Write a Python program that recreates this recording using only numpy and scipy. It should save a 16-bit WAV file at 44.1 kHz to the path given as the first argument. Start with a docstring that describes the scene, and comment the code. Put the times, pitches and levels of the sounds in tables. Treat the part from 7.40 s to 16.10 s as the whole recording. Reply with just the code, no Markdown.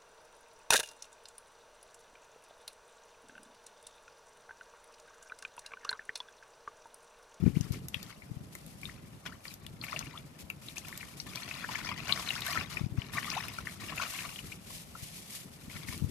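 """Hands grope through shallow mud and water in the open, heard close through two microphone ports.
Random gliding bubbles over filtered wash make the slop, bright noise with crackle the fizz and dry reeds.
Listed bursts smack, drip and tick as snaps and rough ringing cavities; air pockets gurgle as gliding sines.
Wind is lumpy low noise with pressure swings on the left port, over a steady bed of open air."""
import sys
import numpy as np
from scipy import signal
from scipy.fft import rfft, irfft, next_fast_len
from scipy.io import wavfile

SR = 44100
rng = np.random.default_rng(int(sys.argv[2]) if len(sys.argv) > 2 else 0)


def put_to_file(sound):
    """Save the sound as 16-bit audio at rate SR, in the file named by the first command-line argument."""
    columns = np.atleast_2d(sound).T  # one column per channel
    safe = np.clip(columns, -1, 1)
    whole_steps = np.round(safe * 32767)
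    wavfile.write(sys.argv[1], SR, whole_steps.astype(np.int16))


N = 383669  # length in samples

# Colour of stirred mud and water, whose pockets favour a few bands: hz, gain_db
SLOP_COLOUR = [(350, -15), (620, -2.5), (850, -10), (1200, -0.5), (1600, -4.5), (2200, 1), (2900, -3.5),
               (4100, -7.5), (5400, -6.5), (9000, -17.5)]


def from_db(db):
    """Decibels to amplitude gain."""
    return 10 ** (np.asarray(db) / 20)


def rms_one(x):
    """Scale to rms 1, over both ports together."""
    return x / np.sqrt(np.mean(x ** 2) + 1e-20)


def in_time(rows):
    """Turn table columns into curves, sample by sample; the first column is time in seconds."""
    s, *columns = np.transpose(rows)
    t = np.arange(N) / SR
    return [np.interp(t, s, column) for column in columns]


def colour(x, points, share=1):
    """Filter by a (hz, gain_db) table whose decibels are scaled by share."""
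    size = next_fast_len(N + 4096)
    table_hz, table_db = np.transpose(points)
    hz = np.arange(size // 2 + 1) * SR / size
    gain_db = share * np.interp(np.log(hz + 1), np.log(table_hz), table_db)
    return irfft(rfft(x, size) * from_db(gain_db), size)[..., :N]


def drift(rate_hz):
    """Slow random wandering of rms about 1: noise through two equal low-pass poles."""
    step = 40  # samples between drawn points
    pole = np.exp(-2 * np.pi * rate_hz * step / SR)
    noise = rng.standard_normal(N // step + 2002)
    slow = signal.lfilter([1], [1, -2 * pole, pole * pole], noise)[2000:]  # drop the filter's start
    return np.interp(np.arange(N) / step, np.arange(len(slow)), rms_one(slow))


def ring(x, hz, t60_s):
    """A resonance: a unit click sets a decaying sine ringing from height 1."""
    decay = from_db(-60 / (t60_s * SR))
    turn = 2 * np.pi * hz / SR
    return signal.lfilter([0, np.sin(turn)], [1, -2 * decay * np.cos(turn), decay * decay], x + 1e-18)


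def add(out, s, piece):
    """Mix a piece in at a time in seconds."""
    i = round(s * SR)
    out[i:i + len(piece)] += piece[:max(N - i, 0)]


def place(out, s, piece, lag_s, pan_db):
    """Set a piece's direction: positive lag delays the left port, positive pan favours it."""
    add(out[0], s + max(lag_s, 0), piece * from_db(pan_db / 2))
    add(out[1], s + max(-lag_s, 0), piece * from_db(-pan_db / 2))


def stirring():
    """Levels (dB) of slop and fizz: calm water, strokes and rustles added as power."""
    # Hand strokes through the water: start_s, length_s, slop_db, spray_db
    strokes = [(0.0, 0.082, -54, -76), (0.14, 0.14, -56.5, -57.5), (0.317, 0.029, -47, -51),
               (0.52, 0.15, -55.5, -59), (0.693, 0.0094, -48.5, -60), (1.105, 0.33, -70, -59.5),
               (1.418, 0.096, -53.5, -59.5), (1.852, 0.025, -44, -56.5), (2.035, 0.085, -56, -54.5),
               (2.414, 0.24, -46, -55.5), (2.733, 0.042, -53, -62), (2.984, 0.041, -61, -53.5),
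               (3.211, 0.1, -59, -53.5), (3.356, 0.026, -50.5, -47), (3.413, 0.31, -54, -54),
               (3.767, 0.044, -63, -49.5), (3.854, 0.19, -46.5, -52), (4.065, 0.32, -43.5, -54),
               (4.276, 0.24, -43, -56), (4.563, 0.088, -44.5, -57), (4.66, 0.32, -38.5, -47.5),
               (5.043, 0.072, -37, -44.5), (5.142, 0.069, -35.5, -48.5), (5.292, 0.093, -43, -50),
               (5.566, 0.093, -49.5, -62), (5.713, 0.33, -39.5, -49), (6.116, 0.096, -47.5, -53.5),
               (6.247, 0.096, -50.5, -53), (6.395, 0.11, -43.5, -52.5), (6.539, 0.33, -43.5, -47.5),
               (6.614, 0.014, -33.5, -60), (6.888, 0.11, -57, -51), (7.037, 0.091, -54, -51),
               (8.288, 0.14, -51.5, -53), (8.467, 0.067, -47.5, -47.5)]
    # Dry reeds brushed aside, swelling and fading: peak_s, half_length_s, peak_db
    rustles = [(6.77, 0.09, -45.5), (7.344, 0.096, -46), (7.61, 0.1, -48.5), (7.785, 0.18, -51.5),
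               (7.963, 0.06, -43), (8.524, 0.73, -56.5)]
    calm_slop_db, calm_spray_db = -66.5, -64  # water left alone
    rustle_stirs_db = -12  # how far below the rustle the stems move the water
    # rise and drain as for the briefest stroke
    rise_s, sag_db_per_s, drain_db_per_s = 0.0037, 3, 312
    swell_s = 0.18  # a stroke this long moves more water: it drains half as fast and builds four times slower

    t = np.arange(0, N / SR + .004, .002)
    start, length, slop_db, spray_db = np.transpose(strokes)[..., None]
    age = t - start
    slowing = 1 + length / swell_s
    sag_db = sag_db_per_s * np.clip(age, 0, length)
    drain_db = drain_db_per_s / slowing * np.maximum(age - length, 0)
    shape = np.clip(age / rise_s / slowing ** 2, 0, 1) * from_db(-(sag_db + drain_db))

    peak, half, db = np.transpose(rustles)[..., None]
    reeds = from_db(db) * np.exp(-((t - peak) / half) ** 2)

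    slosh = [*(from_db(slop_db) * shape), *(from_db(rustle_stirs_db) * reeds), from_db(calm_slop_db) + 0 * t]
    bright = [*(from_db(spray_db) * shape), *reeds, from_db(calm_spray_db) + 0 * t]
    levels_db = [10 * np.log10(np.sum(np.square(parts), axis=0)) for parts in (slosh, bright)]
    return in_time(np.transpose([t, *levels_db]))


def blip(hz, length_s, rise):
    """A bubble swells quickly and rings out while its pitch climbs."""
    u = np.arange(round(length_s * SR)) / (length_s * SR)
    envelope = from_db(-35 * u) * np.minimum(u / 0.15, 1)
    return envelope * np.sin(2 * np.pi * hz * length_s * u * (1 + rise * u))


def bubbles(count):
    """Random droplets and bubbles of many sizes, glides and directions, broken up by churning; rms 1."""
    out = np.zeros((2, N))
    clump = from_db(2.3 * drift(20.0))
    for when, size, length, rise, lag, pan, loud in rng.random((count, 7)):
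        hz = 600 * (7000 / 600) ** size
        gain = from_db(-3.0 * np.log(1.11 - loud)) * clump[int(when * N)] * np.sqrt(hz)
        length_s = (.005 + .032 * length ** 2) * (1500 / hz) ** .7  # high bubbles are shorter
        piece = gain * blip(hz, length_s, .18 * rise)
        place(out, when * N / SR, piece, .0003 * (lag - .6), 5.0 * (pan - .5))
    churned = out * (1 + .6 * drift(150.0))
    return rms_one(colour(churned, SLOP_COLOUR))


def slop(level_db):
    """Bubbles stirred up by the hands, and the surging noise of water washing under them."""
    shared, own = rng.standard_normal(N), rng.standard_normal((2, N))
    wash = rms_one(colour(own + shared, SLOP_COLOUR))
    surge = from_db(3.5 * drift(25.0))
    return from_db(level_db - 3.5) * bubbles(count=11000), from_db(level_db - 11) * surge * wash


def fizz(level_db):
    """Spray and reeds: bright hiss, unlike in the two ports, with fine crackle shared by both."""
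    # Colour of the spray and reeds: hz, gain_db
    fizz_colour = [(1500, -32), (1700, -4), (2320, 0.5), (6720, -1), (10300, 1.5), (14500, -7)]
    hiss = rng.standard_normal((2, N))
    sizes = from_db(2.4 * np.minimum(rng.exponential(1, N), 5)) * rng.choice([-1, 1], N)
    crackle = rms_one(sizes * (rng.random(N) < 500. / SR))  # about 500 clicks a second
    crackle = np.array([crackle, np.roll(crackle, -7)])  # the right port hears it 7 samples sooner
    flicker = from_db(2.2 * drift(30.0))
    return from_db(level_db) * flicker * rms_one(colour(hiss + from_db(-6.5) * crackle, fizz_colour))


def open_air():
    """A steady bed of filtered noise from the air around, independent in the two ports."""
    # Colour of the open air: hz, gain_db
    air_colour = [(250, -32), (529, 11), (1700, -0.5), (14500, -35.5)]
    return from_db(-61.5) * rms_one(colour(rng.standard_normal((2, N)), air_colour))


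def wind():
    """Wind on the ports and far rumble: lumpy low noise, partly shared; gusts lean left."""
    # Level along the take, midway between the ports in dB: time_s, level_db
    wind_levels = [(0.0, -40.5), (0.29, -42), (0.57, -53), (1.21, -48.5), (2.0, -53.5), (2.55, -49),
                   (2.97, -51.5), (4.26, -48.5), (5.51, -45.5), (5.85, -47.5), (7.88, -54.5), (8.25, -50.5),
                   (8.45, -45.5), (8.7, -42.5)]
    # Colour of the low noise: hz, gain_db
    rumble_colour = [(25, -42), (38, -7), (155, 2.5), (249, -5), (450, -15), (700, -44)]
    lull_pan_db = 1.5  # left minus right in lulls
    gust_from_db, gust_leans = -46.5, 2.3  # above this level each dB leans left by so many dB

    level_db, = in_time(wind_levels)
    shared, own = rng.standard_normal(N), rng.standard_normal((2, N))
    lumps = from_db(1.9 * np.array([drift(23.0), drift(16.0)]) + 2.3 * drift(10.0))
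    low = rms_one(lumps * colour(shared + 0.59 * own, rumble_colour))
    pan_db = lull_pan_db + gust_leans * np.maximum(level_db - gust_from_db, 0)
    return from_db(level_db + np.outer([.5, -.5], pan_db)) * low


def buffets():
    """Eddies hit the left port: each a smooth pressure swing of a cycle or two with a little flutter."""
    # Eddies: start_s, level_db, swing_hz
    eddies = [(0.02, -17, 137), (0.033, -13.5, 171), (0.051, -13, 99), (0.062, -11.5, 221),
              (0.072, -9.5, 162), (0.164, -11.5, 155), (0.201, -17, 129), (0.3, -18, 115),
              (0.558, -31, 120), (0.908, -26, 135), (0.961, -28.5, 114), (1.005, -33, 148),
              (5.407, -21, 154), (5.432, -21.5, 113), (5.458, -22.5, 151), (5.514, -27, 107),
              (5.576, -16.5, 116), (7.62, -33, 109), (8.35, -32, 118), (8.485, -26.5, 110),
              (8.615, -20, 133), (8.633, -18, 101)]
    rasp_db, peaking = -32.5, 0.21  # turbulent flutter on each swing; how pointed its crest is
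    out = np.zeros(N)
    flutter_band = signal.butter(2, [280, 750], "band", fs=SR, output="sos")
    flutter = rms_one(signal.sosfilt(flutter_band, rng.standard_normal(N)))
    for s, db, hz in eddies:
        turns = np.arange(round(3 * SR / hz)) * hz / SR
        rasp = from_db(rasp_db) * flutter[round(s * SR):][:len(turns)]
        phase = 2 * np.pi * (turns - 1.2)
        envelope = np.exp(-((turns - 1.1) / 0.7) ** 2)
        swing = envelope * (np.cos(phase) + peaking * np.cos(2 * phase) + rasp)
        add(out, s, -from_db(db) * swing)
    return out * from_db([[0], [-45]])  # left, right


def gurgles():
    """Escaping air pockets: a bubble's pitch glides as it nears the surface; its ring is rough."""
    # Air pockets, levels before roughening: start_s, length_s, start_hz, end_hz, peak_db
    pockets = [(0.1495, 0.019, 1800, 3300, -47.5), (1.4845, 0.018, 900, 2700, -47),
               (1.917, 0.018, 1100, 2100, -47), (2.53, 0.05, 620, 650, -46), (2.735, 0.036, 890, 1450, -47),
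               (3.363, 0.02, 2200, 3100, -42), (4.286, 0.028, 730, 1300, -42.5),
               (5.057, 0.052, 1400, 2100, -38.5), (5.145, 0.04, 1400, 1250, -37),
               (5.741, 0.06, 1200, 1150, -39), (5.874, 0.024, 1200, 1260, -35.5),
               (5.956, 0.034, 550, 1300, -35.5), (6.844, 0.024, 1150, 1250, -41.5),
               (7.118, 0.014, 2000, 3100, -43)]
    out = np.zeros(N)
    for s, length_s, start_hz, end_hz, db in pockets:
        u = np.arange(round(length_s * SR)) / (length_s * SR)
        phase = 2 * np.pi * np.cumsum(start_hz * (end_hz / start_hz) ** u) / SR
        add(out, s, from_db(db) * np.sin(np.pi * u) * np.sin(phase))
    return out * (1 + 0.7 * drift(160.0))


def smacks():
    """A bursting film snaps, then its cavity swells and rings, part rough noise, part climbing sine."""
    # Smacks of mud and water, snap and cavity: start_s, cavity_db, cavity_hz, snap_db
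    mud_smacks = [(0.2089, -38, 6000, -32), (0.5427, -31, 3100, -28), (0.628, -44, 4450, -26),
                  (1.1508, -44, 1970, -25.5), (2.0522, -42.5, 2180, -38), (2.2642, -46.5, 3290, -30),
                  (2.5905, -32, 6040, -25), (3.0999, -36.5, 2410, -25.5), (3.381, -34.5, 6150, -38),
                  (3.9564, -35, 5360, -26), (5.0185, -32.5, 3620, -34), (5.153, -37.5, 1340, -31),
                  (5.901, -30.5, 5340, -33), (6.082, -36, 2360, -27)]
    # Drips and plops, a cavity with no snap: start_s, cavity_db, cavity_hz
    drips = [(0.82, -47, 2100), (1.431, -44, 2230), (1.453, -38.5, 3470), (2.437, -31.5, 2260),
             (4.241, -30.5, 1600), (4.288, -40.5, 1000), (4.872, -36, 2020), (4.888, -30.5, 3650),
             (4.903, -30, 2660), (5.369, -31, 2310), (6.578, -30, 2400), (6.988, -39.5, 2700),
             (1.86, -39.5, 1460), (2.08, -42, 4640), (2.413, -38.5, 4130), (2.482, -43.5, 2180),
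             (2.527, -34.5, 1296), (2.561, -33.5, 2600), (2.608, -35, 1350), (2.625, -41, 2440),
             (2.775, -41.5, 3270), (3.284, -39, 3630), (3.447, -50, 2550), (3.525, -37, 2080),
             (3.608, -38, 2280), (3.628, -40, 1940), (3.8, -30.5, 5310), (4.031, -38, 4060),
             (4.11, -33, 2370), (4.354, -35, 2130), (4.514, -34, 1080), (4.722, -21.5, 3880),
             (5.173, -28.5, 1893), (5.617, -35, 2730), (5.781, -28, 1840), (6.184, -35.5, 1400),
             (6.269, -35, 1980), (6.52, -36, 1080), (6.597, -33, 1270), (6.788, -33, 2580),
             (6.958, -39, 2950), (7.302, -47, 1000), (7.551, -44.5, 1235), (8.298, -44.5, 2080),
             (8.485, -37.5, 2000)]
    # Thin films and dry stems snapping, no cavity: start_s, snap_db
    ticks = [(0.3206, -29), (0.4837, -20.5), (1.263, -32), (1.4142, -32), (2.139, -26), (2.4428, -26),
             (3.483, -23.5), (3.5753, -21.5), (4.8389, -43), (5.006, -24), (5.0644, -20), (5.125, -23),
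             (6.559, -27), (6.7047, -25), (8.5764, -27.5)]
    rows = [*mud_smacks]
    rows += [(*drip, -np.inf) for drip in drips]
    rows += [(s, -np.inf, 1000, db) for s, db in ticks]  # the pitch is silent here

    out = np.zeros((2, N))
    t = np.arange(round(.06 * SR)) / SR
    noise = rng.standard_normal((len(rows), 2, len(t)))
    lags_s = rng.uniform(-.0004, .0001, len(rows))  # mostly sooner at the left port
    high = signal.butter(1, [6000, 14000], "band", fs=SR, output="sos")
    snap_fade = from_db(-60 * t / .01) * np.minimum(t / .0016, 1)
    for (s, db, hz, snap_db), (body, snap), lag_s in zip(rows, noise, lags_s):
        # a torn cavity rings broad, a whole one narrow
        t60_s = (3.5 if np.isfinite(snap_db) else 8.0) / hz
        rough = rms_one(ring(ring(body, hz, t60_s), hz, t60_s))
        climbing = 1.1 * np.sin(2 * np.pi * hz * t * (1 + 9.0 * t))
        swell = t * np.sqrt(hz / 2500) / .0023  # time counted in rises, shorter for high cavities
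        envelope = swell ** 2 * np.exp(2 - 2 * swell)  # tallest at one rise
        cavity = from_db(db - 2) * envelope * (rough + climbing)
        crack = from_db(snap_db) * snap_fade * signal.sosfilt(high, snap)
        place(out, s, cavity + crack, lag_s, 0)
    return out


def surroundings(x):
    """Mud bank and bodies scatter the sound differently to each port, as decaying noise echoes."""
    t = np.arange(round(.04 * SR)) / SR
    scatter = rng.standard_normal((2, len(t))) * np.exp(-t / .012)
    scatter /= np.sqrt(np.sum(scatter ** 2, axis=1, keepdims=True))
    return x + from_db(-8) * signal.oaconvolve(x, scatter, axes=1)[:, :N]


def ports(x, share):
    """Opposite filters tilt the ports: the left favours much of the low and middle range, the right the top."""
    # Tilt for sounds from the water, scaled by share; the right port gets the opposite: hz, left_gain_db
    port_tilt = [(60, -4), (180, 25), (550, -2), (1650, 8.5), (4970, 15), (15000, -12.5)]
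    return np.array([colour(x[0], port_tilt, share), colour(x[1], port_tilt, -share)])


def scene():
    """Water heard through the two ports, air around, wind on the ports."""
    slop_db, fizz_db = stirring()
    drops, wash = slop(slop_db)
    scattered = surroundings(drops + smacks() + gurgles())
    water = ports(scattered + wash, .45) + ports(fizz(fizz_db), .25)
    return water + open_air() + wind() + buffets()


def record(dry):
    """The microphone drops the deepest bass; a steep filter cuts the top."""
    bass_cut = signal.butter(2, 32, "high", fs=SR, output="sos")
    top_cut = signal.ellip(12, .5, 60, 14550, fs=SR, output="sos")
    return signal.sosfilt(top_cut, signal.sosfilt(bass_cut, dry))


dry = scene()
out = record(dry)
put_to_file(out)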